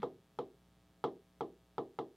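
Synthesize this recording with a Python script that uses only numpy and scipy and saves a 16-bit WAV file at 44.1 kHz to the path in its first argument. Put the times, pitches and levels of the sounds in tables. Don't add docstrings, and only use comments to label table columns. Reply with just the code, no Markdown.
import sys
import numpy as np
from scipy import signal
from scipy.fft import rfft, irfft
from scipy.io import wavfile

SR = 44100
rng = np.random.default_rng(int(sys.argv[2]) if len(sys.argv) > 2 else 0)


def wrap_up_sound(samples):
    columns = np.atleast_2d(samples).T
    tamed = np.clip(columns, -1, 1)
    steps = np.round(tamed * 32767).astype(np.int16)
    wavfile.write(sys.argv[1], SR, steps)


def boost_factor(decibels):
    exponent = np.asarray(decibels, float) / 20
    return 10 ** exponent


N = 95564
TAP_SIZE = SR // 2

# start in seconds, level in dB, contact time in ms,
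# level of the tick in dB against the tap, place along the written line (about -1 to 1).
TAPS = [(0.0307, -25, 1.39, 0.5, -1.15), (0.3882, -26.5, 1.4, 3, -1.05), (1.0403, -21.5, 1.285, 3.5, 0.052),
        (1.408, -25.5, 1.367, 1.5, 0.65), (1.7813, -24.5, 1.35, -0.5, 0.37), (1.988, -26, 1.37, 3, 0.87)]
TOUCHES = [(0.0203, -46, .6, 14, -1)]


def taps():
    t = np.arange(TAP_SIZE) / SR
    modes = panel_modes()
    tail = room_tail()
    out = np.zeros(N + 2 * TAP_SIZE)
    for start, db, contact_ms, tick_db, place in TAPS + TOUCHES:
        contact = np.minimum(t / (contact_ms / 1000), 1)
        push = np.sin(np.pi * contact[:100]) ** 2
        body = panel_gains(place) @ modes + tail
        body = body * np.exp(-(t / 0.18) ** 4)
        pushed_body = np.convolve(body, push / push.sum())[:TAP_SIZE]
        tap = gap_flutter(contact) + pushed_body + boost_factor(tick_db) * tip_tick()
        first = int(start * SR)
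        out[first:first + TAP_SIZE] += boost_factor(db) * tap
    return highpass(out[:N], 70.5)


def gap_flutter(contact):
    gap_s, feedback, dullness = 0.00227, 0.59, 0.63
    direct_db, bounce_db = 1, -10
    delay = round(gap_s * SR)
    loop = np.zeros(delay + 1)
    loop[0], loop[1], loop[-1] = 1, -dullness, -feedback * (1 - dullness)
    cycle = -np.sin(2 * np.pi * contact) * np.sin(np.pi * contact)
    flutter = signal.lfilter([1, -dullness], loop, cycle)
    until_second_return = np.arange(TAP_SIZE) / SR < 2 * gap_s
    bounce = boost_factor(bounce_db) * np.roll(flutter, delay) * until_second_return
    return boost_factor(direct_db) * (flutter + bounce)


# frequency in Hz, level in dB before the panel's overall
# gain, t60 in seconds, change in dB per unit of place.
PANEL = [(143.5, -11.5, 0.2, 0), (257, -9.5, 0.33, 0), (288.2, -13, 0.29, 0), (330.5, -6, 0.29, 4),
         (393, -9, 0.26, -2.5), (434.7, -4.5, 0.2, 2.5), (459.9, 0.5, .2, 1.5), (488.4, 6.5, 0.11, -4.5),
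         (532.4, -14.5, 0.07, 2), (705, -1.5, 0.13, 2), (768.7, -1, 0.091, 6), (807.3, -3, 0.23, 2),
         (863, -13.5, 0.12, 2.5), (935, -15.5, 0.33, 1), (1217, -0.5, 0.16, 0), (1336, -35, 0.063, -1.5)]


def panel_modes():
    t = np.arange(TAP_SIZE) / SR
    modes = np.array([(-1) ** k * ring([mode[:3]], TAP_SIZE) for k, mode in enumerate(PANEL)])
    return modes * (1 - np.exp(-t / 0.0017))


def panel_gains(place):
    panel_db = -12
    return boost_factor(panel_db + place * np.array(PANEL)[:, -1])


# centre in Hz, level in dB, t60 in seconds.
ROOM = [(140, -30.5, .33), (223, -29.5, 0.42), (432, -16, 0.43), (740, -19, 0.26), (1230, -1.5, 0.13),
        (1800, -42.5, 0.096)]


def room_tail():
    t = np.arange(TAP_SIZE) / SR
    return bands(ROOM, TAP_SIZE) * (1 - np.exp(-t / 0.007))


# centre in Hz, level in dB, t60 in seconds.
TIP = [(1880, -40.5, 0.17), (2530, -47.5, 0.1), (3670, -38, 0.16), (4050, -58, 0.058), (5800, -53, 0.15),
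       (7660, -60, 0.092), (11300, -62, 0.065)]
# centre in Hz, level in dB, t60 in seconds.
CRACK = [(1930, -30, .02), (2800, -36.5, 0.016), (3565, -26.5, 0.019), (4560, -37.5, 0.017),
         (5900, -41, 0.0083), (8160, -42, 0.015), (12000, -49, 0.014)]


def tip_tick():
    echo_s, echo_hz, echo_db, echo_t60_s = 0.0066, 3260, -24.5, 0.012
    t = np.arange(TAP_SIZE) / SR
    fade_in = np.minimum(t * echo_hz / 2, 1)
    echo = ring([(echo_hz, echo_db, echo_t60_s)], TAP_SIZE) * fade_in
    return bands(TIP, TAP_SIZE) + bands(CRACK, TAP_SIZE) + np.roll(echo, int(echo_s * SR))


def late_side_copy(knocks):
    copy_db, delay_s = -14.5, 0.007
    return boost_factor(copy_db) * np.gradient(np.roll(knocks, int(delay_s * SR)))


# centre in Hz, level in dB, t60 in seconds.
SCRAPE = [(1190, -73, 0.45), (1970, -70, 0.24), (3820, -70, 0.11)]


def scrape():
    return bands(SCRAPE, N)


# frequency in Hz, level in dB, t60 in seconds.
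BOOM = [(157.3, -61.5, 0.79), (207, -45, 0.13), (280, -66, 0.42)]


def boom():
    return ring(BOOM, N)


# position as a share of the half cycle, signed
# weight, level in dB before the high-pass, rise in ms, fall in ms, ringing in dB against the edge.
EDGES = [(0, 0.95, -57, 0.052, 0.69, -10.5), (0.234, -1.7, -69, 0.21, 0.62, -48),
         (0.639, -0.81, -61, 0.033, 0.041, -18.5)]


def buzz():
    mains_hz, mains_start_s = 60.025, 0.62707
    ring_hz, ring_ms = 3320, 0.33
    hum_db, third_db = -74.5, -72
    beat_depth, beat_hz, beat_top_s = 0.38, 1.15, 0.69
    t = np.arange(N) / SR
    half_cycles = 2 * mains_hz * (t - mains_start_s)
    edges = np.zeros(N)
    for share, weight, db, rise_ms, fall_ms, ring_db in EDGES:
        for back in (0, 1):
            k = np.floor(half_cycles - share) - back
            ms = (half_cycles - share - k) / (2 * mains_hz) * 1000
            pulse = (1 - np.exp(-ms / rise_ms)) * np.exp(-ms / fall_ms)
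            ringing = np.sin(2 * np.pi * ring_hz * ms / 1000) * np.exp(-ms / ring_ms)
            edges += weight * (-1) ** k * boost_factor(db) * (pulse + boost_factor(ring_db) * ringing)
    beat = 1 + beat_depth * np.cos(2 * np.pi * beat_hz * (t - beat_top_s))
    hum = -boost_factor(hum_db) * np.sin(np.pi * half_cycles) * beat
    third = boost_factor(third_db) * np.sin(3 * np.pi * half_cycles)
    return highpass(edges, 310) + hum + third


# frequency in Hz, relative level in dB per Hz.
AIR = [(20, -16), (45, -20), (110, -0.5), (180, -4.5), (300, -10.5), (600, -15.5), (1200, -23.5),
       (3400, -27.5), (8000, -31.5), (15500, -34)]


def air_rumble():
    return coloured(AIR, -72.5, N)


# frequency in Hz, relative level in dB per Hz.
SIDE_HISS = [(59, -43.5), (100, -6.5), (438, -5.5), (1280, -14), (1400, -15), (2860, -5.5), (15500, -12.5)]


def side_hiss():
    return coloured(SIDE_HISS, -90.3, N)


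def ring(modes, size):
    t = np.arange(size) / SR
    return sum(boost_factor(db) * np.sin(2 * np.pi * hz * t) * 1000. ** (-t / t60) for hz, db, t60 in modes)


def bands(table, size):
    t = np.arange(size) / SR
    out = np.zeros(size)
    for hz, db, t60 in table:
        band_filter = signal.butter(2, [hz / 1.25, hz * 1.099], "band", fs=SR, output="sos")
        band = signal.sosfilt(band_filter, rng.standard_normal(size))
        out += boost_factor(db) * band / band.std() * 1000. ** (-t / t60)
    return out


def coloured(points, db, size):
    hz, point_db = np.transpose(np.array(points, float))
    f = np.fft.rfftfreq(size, 1 / SR) + 1
    shape = boost_factor(np.interp(np.log(f), np.log(hz), point_db))
    noise = irfft(rfft(rng.standard_normal(size)) * shape, size)
    return noise * boost_factor(db) / noise.std()


def highpass(x, cut_hz):
    return signal.sosfilt(signal.butter(4, cut_hz, "high", fs=SR, output="sos"), x)


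def scene():
    knocks = taps()
    mid = knocks + scrape() + boom() + buzz() + air_rumble()
    side = late_side_copy(knocks) + side_hiss()
    return mid + side * np.array([[1], [-1]])


def top_cut(x):
    return signal.sosfilt(signal.butter(12, 15620, fs=SR, output="sos"), x)


def record(dry):
    return top_cut(dry)


dry = scene()
out = record(dry)
wrap_up_sound(out)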